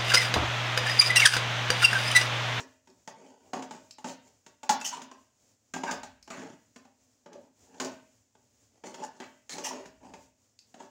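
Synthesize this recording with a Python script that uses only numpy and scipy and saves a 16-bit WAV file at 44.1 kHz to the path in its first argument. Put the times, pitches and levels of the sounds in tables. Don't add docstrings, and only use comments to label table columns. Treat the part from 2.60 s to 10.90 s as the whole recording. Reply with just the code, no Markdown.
import sys
import numpy as np
from scipy import signal
from scipy.fft import rfft, irfft
from scipy.io import wavfile

SR = 44100
rng = np.random.default_rng(int(sys.argv[2]) if len(sys.argv) > 2 else 0)


def digitize_waveform(pressure):
    field = np.atleast_2d(pressure).T
    bounded = np.clip(field, -1, 1)
    quanta = np.round(bounded * 32767).astype(np.int16)
    wavfile.write(sys.argv[1], SR, quanta)


N = 366030

# f/Hz, density/dB
BACKGROUND_SPECTRUM = [(25, -42.5), (60, -14.5), (114, -3.5), (161, -21.5), (250, -7), (335, -17.5),
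                       (530, -16), (1230, -26), (2480, -27), (4000, -27.5), (5600, -20), (7100, -16),
                       (9000, -32), (13500, -40.5), (15200, -30)]
# f/Hz, T60/s
KITCHEN_T60 = [(150, 0.57), (400, 0.29), (1000, 0.3736), (2800, 0.56), (7000, 0.0856), (14000, 0.15)]
# f/Hz, level/dB
KITCHEN_WET = [(200, -1.5), (900, -1.5), (3000, -4.5), (7000, 1), (14000, 3)]
# t/s, length/s, level/dB
PAN_SHIFTS = [(3.05, 0.78, -71), (7.1, 0.71, -70.5)]
# f/Hz, energy/dB, T60/s
PAN_MODES = [(261, -3.5, 0.27), (384, -7, 0.23), (462, -8, 0.14), (587, -10, 0.43), (636.3, -5.5, 0.6),
             (707, -16, 0.22), (836, -2, 0.27), (902.3, -2, 0.16), (934, -1.5, 0.42), (1113, -9.5, 0.39),
             (1954, -12, 0.12), (2880, -13, 0.092), (4780, -9.5, 0.14), (6380, -10, .2), (7000, -7.5, 0.19),
             (6680, -13, 0.27), (7100, -17, 0.4)]
# f/Hz, density/dB
PAN_SPECTRUM = [(110, -10.5), (170, -11.5), (245, 10.5), (330, -8), (450, -3.5), (740, -2), (890, 7.5),
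                (1100, -5), (1500, 0.5), (2200, -3.5), (2800, -4), (3800, -9.5), (4900, -7), (7000, 0.5),
                (8400, -13.5), (13000, -35), (15200, -22.5)]
# f/Hz, density/dB
SPOON_SPECTRUM = [(1000, -42), (2600, -11), (3500, -18), (4100, -6.5), (4950, -4), (5300, -5), (5650, -8.5),
                  (6500, -8.5), (7600, -5.5), (8500, -27), (15000, -35)]
# t/s, relative level/dB
SPOON_CLINKS = [(0.3, -60.5), (1.3093, -43), (3.627, -50.5), (7.990, -50.5)]
# t/s, length/s, level/dB, slip rate/Hz
EDGE_SQUEALS = [(2.201, 0.0081, -49, 2560), (2.244, 0.014, -35.5, 2904), (2.254, 0.0177, -36.5, 2983),
                (2.326, 0.023, -37.5, 943), (2.369, 0.0145, -43.5, 948), (3.279, 0.0205, -35.5, 920),
                (3.295, 0.025, -41.5, 1255), (4.753, 0.014, -47.5, 576), (6.42, 0.0308, -39, 865),
                (6.898, 0.048, -46, 2080), (7.036, 0.04, -41, 2830), (7.064, 0.015, -37.5, 901),
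                (7.109, 0.01, -37, 940)]
# f/Hz, relative level/dB
SQUEAL_SPECTRUM = [(950, 48), (1800, -25), (3000, 1.5), (6000, 1.5), (9000, -12), (12000, -16),
                   (16000, -20)]
# low/Hz, high/Hz
FRICTION_BANDS = [(150, 700), (700, 3500), (3500, 17000)]
# t/s, rise/s, fall/s, relative level/dB, grit re judder/dB, resonance/Hz
EDGE_SCRAPES = [(1.465, .03, 0.055, -51.5, 6.5, 3340), (2.246, 0.017, 0.04, -40.5, 9.5, 6300),
                (2.30, 0.025, 0.097, -45, 0.5, 1460), (3.245, 0.037, 0.057, -35, -12, 1430),
                (3.702, 0.0069, 0.17, -45, -7.5, 2000), (6.42, 0.022, 0.027, -45.5, 0.5, 5600),
                (6.601, 0.0073, 0.066, -44, -11.5, 2050), (6.893, 0.032, 0.059, -45.5, 4.5, 890),
                (7.036, 0.015, 0.062, -39, 4.5, 5300)]
# t/s, rise/s, fall/s, relative level/dB, bareness of the coating/dB
FOOD_PUSHES = [(0.275, 0.019, 0.091, -58.5, -15), (0.48, 0.14, 0.31, -53, 3), (0.818, .05, 0.11, -61.5, 3),
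               (0.94, 0.023, 0.099, -37.5, -0.5), (1.06, 0.077, 0.13, -51.5, 7),
               (1.445, .012, 0.082, -36.5, 4.5), (1.62, 0.053, 0.067, -63, 14.5),
               (2.22, .16, 0.17, -51, -1), (3.14, 0.031, 0.07, -47, 12), (3.25, 0.077, 0.083, -39, 3),
               (3.699, 0.083, 0.17, -40, 2), (4.67, 0.077, 0.064, -46.5, -16),
               (4.79, 0.062, 0.068, -59, -13), (5.03, 0.17, 0.018, -51, 4), (5.205, 0.015, .13, -36, 2.5),
               (6.10, 0.044, 0.16, -67, 9), (6.237, 0.03, 0.096, -43, 8.5), (6.36, 0.042, 0.068, -40.5, 2),
               (6.471, 0.11, 0.073, -60.5, 11.5), (6.889, 0.078, 0.21, -44, 8),
               (7.06, 0.068, 0.16, -40.5, 3.5), (7.40, 0.047, 0.13, -47.5, -1), (8.15, 0.083, 0.05, -49, 5)]
# low/Hz, high/Hz
BLOW_BANDS = [(130, 660), (660, 1150), (1150, 4000), (4000, 17000)]
# t/s, force/dB, hardness/dB (<0 through food, >0 bare metal), relative
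# clang/dB, swing pitch/Hz (mostly the pan base; the 260 Hz row is the spoon juddering)
BLOWS = [(0.002, -47.5, -0.5, -2, 936), (0.272, -66, -1, 3, 933), (0.475, -49, 0, 5.5, 889),
         (0.932, -42, -4, 10, 740), (1.023, -48.5, -1.5, -0.5, 960), (1.108, -50, -2, 5, 876),
         (1.383, -58, -0.5, 6.5, 866), (1.4427, -45, -4, 4.5, 872), (1.863, -57, 0.5, -3, 922),
         (2.031, -50.5, -0.5, 7, 882), (2.0925, -30.5, 3, 9.5, 843), (2.2119, -47, 4, 5, 2660),
         (2.417, -51, 1, -12, 990), (2.5135, -56.5, -1.5, 5.5, 1046), (3.1369, -41.5, 0, 2, 1595),
         (3.16, -47.5, -5, 12.5, 260), (3.234, -41.5, -4, 8, 921), (3.311, -40.5, 3, -2.5, 727),
         (3.4317, -49.5, 1, 5, 838), (3.6753, -56.5, -2.5, 4, 843), (3.7021, -48, -1.5, -1, 666),
         (4.1592, -55, -3.5, -4, 1038), (4.2504, -67.5, -4.5, 7, 797), (4.659, -58.5, -8, 4, 884),
         (4.7298, -62.5, 3, -14, 880), (5.1992, -36.5, -0.5, -4, 1053), (5.2466, -53.5, 11.5, 9, 660),
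         (5.7504, -70, -4, 3, 876), (6.2365, -52, -7.5, 3, 900), (6.342, -50.5, -1, 1.5, 923),
         (6.6, -48.5, -5.5, -1.5, 904), (6.894, -50, 5.5, -9, 840), (6.982, -48, 3, 6, 873),
         (7.2558, -54.5, -3, -6, 980), (7.536, -53, -4, 3.5, 901), (8.141, -58.5, -3.5, 2, 737),
         (8.2013, -57.5, -5, 11, 927)]


def gain_of(db):
    return 10 ** (np.asarray(db) / 20)


def unit_rms(x):
    return x / np.sqrt(np.mean(x ** 2) + 1e-20)


def curve_at(points, hz):
    f, value = np.transpose(points)
    return np.interp(np.log(hz + 1), np.log(f), value)


def add(mix, start_s, sound):
    part = mix[max(0, round(start_s * SR)):][:len(sound)]
    part += sound[:len(part)]


def bandpass(x, edges_hz, order=3):
    return signal.sosfilt(signal.butter(order, edges_hz, "band", fs=SR, output="sos"), x)


def noise(spectrum, size):
    shape = gain_of(curve_at(spectrum, np.fft.rfftfreq(size, 1 / SR)))
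    return unit_rms(irfft(rfft(rng.standard_normal(size)) * shape, size))


def wander(cutoff_hz, size):
    rolloff = 1 + (np.fft.rfftfreq(size, 1 / SR) / cutoff_hz) ** 4
    return unit_rms(irfft(rfft(rng.standard_normal(size)) / rolloff, size))


def background(level_db=-70.5, waver_db=2.7, waver_hz=6):
    return gain_of(level_db - waver_db * wander(waver_hz, N)) * noise(BACKGROUND_SPECTRUM, N)


def kitchen(x, first_echo_s=0.0066, build_up_s=0.0021):
    t = np.arange(SR) / SR
    echoes = rng.choice([-1., 1.], SR) * (rng.random(SR) < .1)
    echoes = unit_rms(echoes) * (1 - np.exp(-np.maximum(t - first_echo_s, 0) / build_up_s))
    hz, frame_s, spectra = signal.stft(echoes, SR, nperseg=256)
    decay_per_s = np.log(1000) / curve_at(KITCHEN_T60, hz)[:, None]
    decay = np.exp(-decay_per_s * frame_s) * np.sqrt(2 * decay_per_s / SR)
    wet = gain_of(curve_at(KITCHEN_WET, hz))[:, None]
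    tail = signal.istft(spectra * decay * wet, SR, nperseg=256)[1]
    return x + signal.fftconvolve(x, tail)[:N]


def stove(thump_db=-35, thump_s=0.046, band_hz=(50, 110), size=32768):
    envelope, t = np.zeros(N), np.arange(size) / SR
    for start_s, length_s, db in PAN_SHIFTS:
        add(envelope, start_s, gain_of(db) * np.sin(np.linspace(0, np.pi, round(length_s * SR))))
    for start_s, force_db, *_ in BLOWS:
        add(envelope, start_s, gain_of(force_db + thump_db) * np.exp(-t / thump_s))
    return envelope * unit_rms(bandpass(rng.standard_normal(N), band_hz, order=2))


def clinks(trim_db=1, damping_s=0.0053, ping_hz=5280, ping_db=-5, ping_decay_s=0.0076, size=8192):
    out, t = np.zeros(N), np.arange(size) / SR
    ping = gain_of(ping_db) * np.sin(2 * np.pi * ping_hz * t) * np.exp(-t / ping_decay_s)
    for start_s, db in SPOON_CLINKS:
        burst = noise(SPOON_SPECTRUM, size) * np.exp(-t / damping_s)
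        add(out, start_s, gain_of(db + trim_db) * (burst + ping))
    return out


def squeals(sag=0.034, jitter=0.057, jitter_hz=600, flutter_db=3, flutter_hz=160, size=8192):
    out = np.zeros(N)
    for start_s, length_s, db, slip_hz in EDGE_SQUEALS:
        n = round(length_s * SR)
        hz = slip_hz * (1 + sag * np.linspace(.5, -.5, n) + jitter * wander(jitter_hz, size)[:n])
        phase = 2 * np.pi * np.cumsum(hz) / SR
        tone = sum(gain_of(curve_at(SQUEAL_SPECTRUM, k * slip_hz)) * np.sin(k * phase)
                   for k in range(1, 6))
        grip = gain_of(flutter_db * wander(flutter_hz, size)[:n]) * signal.windows.tukey(n, .3)
        add(out, start_s, gain_of(db) * unit_rms(tone * grip))
    return out


def pan(contact_s, ring_db, attack_s=0.00074, size=32768):
    t = np.arange(size) / SR
    burst = noise(PAN_SPECTRUM, size) * np.exp(-t / contact_s)
    ring = np.zeros(size)
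    for (hz, db, t60_s), (place, phase_turns) in zip(PAN_MODES, rng.random((len(PAN_MODES), 2))):
        mode = np.sin(2 * np.pi * (hz * t + phase_turns)) * gain_of(-60 * t / t60_s)
        ring += gain_of(db) * (.5 + .5 * place) * unit_rms(mode)
    food_cushion = 1 - np.exp(-(t / attack_s) ** 2)
    return (unit_rms(burst) + gain_of(ring_db) * ring) * food_cushion


def stroke(rise_s, fall_s, bands_db, ring_db, slips_per_s, slip_db, clump_db, clump_hz, contact_s,
           catches_per_s=45, arch_db=20, size=32768):
    t = np.arange(0, rise_s + fall_s, 1 / SR)
    slips = (rng.random(size) < slips_per_s / SR) * rng.choice([-1, 1], size)
    spread_db = slip_db * np.minimum(rng.exponential(1, size), 3)
    slips = slips * gain_of(spread_db + clump_db * wander(clump_hz, size))
    place = np.cumsum(rng.random(size) < catches_per_s / SR) % 4
    rub = sum(irfft(rfft(slips * (place == k)) * rfft(pan(contact_s, ring_db), size)) for k in range(4))
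    slack = np.interp(t, [0, rise_s, rise_s + fall_s], [1, 0, 1]) ** 1.25
    pressure = gain_of(-arch_db * slack) * signal.windows.tukey(len(t), .1)
    return pressure * sum(gain_of(db) * unit_rms(bandpass(rub[:len(t)], edges_hz))
                          for edges_hz, db in zip(FRICTION_BANDS, bands_db))


def scrapes(trim_db=-2, drag_db=-12.5, resonance_q=4.5):
    out = np.zeros(N)
    for start_s, rise_s, fall_s, db, grit_db, hz in EDGE_SCRAPES:
        bands_db = trim_db + db + np.array([drag_db, 0, grit_db])
        rasp = stroke(rise_s, fall_s, bands_db, ring_db=-18.5, slips_per_s=1800, slip_db=3.5,
                      clump_db=2, clump_hz=89.5, contact_s=0.002)
        resonance = signal.lfilter(*signal.iirpeak(hz, resonance_q, fs=SR), rasp)
        add(out, start_s, rasp + resonance)
    return out


def pushes(trim_db=-2, judder_db=-8.5, grit_db=-14.5):
    out = np.zeros(N)
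    for start_s, rise_s, fall_s, db, bare_db in FOOD_PUSHES:
        bands_db = trim_db + db + np.array([0, judder_db + 0.28 * bare_db, grit_db + bare_db])
        shuffle = stroke(rise_s, fall_s, bands_db, ring_db=-10.5, slips_per_s=2000, slip_db=4.5,
                         clump_db=2.5, clump_hz=70.6, contact_s=0.003)
        add(out, start_s, shuffle)
    return out


def knocks(trim_db=-2.5, ring_db=-12, flex_db=-3, flex_rise_s=.003):
    out, onset = np.zeros(N), slice(SR // 40)
    for start_s, force_db, hard_db, clang_db, hz in BLOWS:
        contact_s = 0.01 * 2 ** ((force_db + 50) / 40.5)
        attack_s = .0007 * 2 ** (-hard_db / 5.5)
        response = pan(contact_s, ring_db, attack_s)
        bands_db = (-hard_db, clang_db - 5, 0.11 * hard_db - 0.5, hard_db)
        for edges_hz, db in zip(BLOW_BANDS, bands_db):
            part = bandpass(response, edges_hz, order=4)
            add(out, start_s, gain_of(force_db + db + trim_db) * part / np.std(part[onset]))
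        t = np.arange(len(response)) / SR
        flex = np.sin(2 * np.pi * hz * t) * (1 - np.exp(-t / flex_rise_s)) * np.exp(-t / contact_s)
        add(out, start_s, gain_of(force_db + clang_db + flex_db) * flex / np.std(flex[onset]))
    return out


def scene():
    stirring = knocks() + clinks() + pushes() + scrapes() + squeals()
    return (kitchen(stirring) + stove() + background())[None]


def record(dry):
    lowpass = signal.firwin(511, 15800, window=("kaiser", 9), fs=SR)
    return signal.oaconvolve(dry, lowpass[None], "same")


dry = scene()
out = record(dry)
digitize_waveform(out)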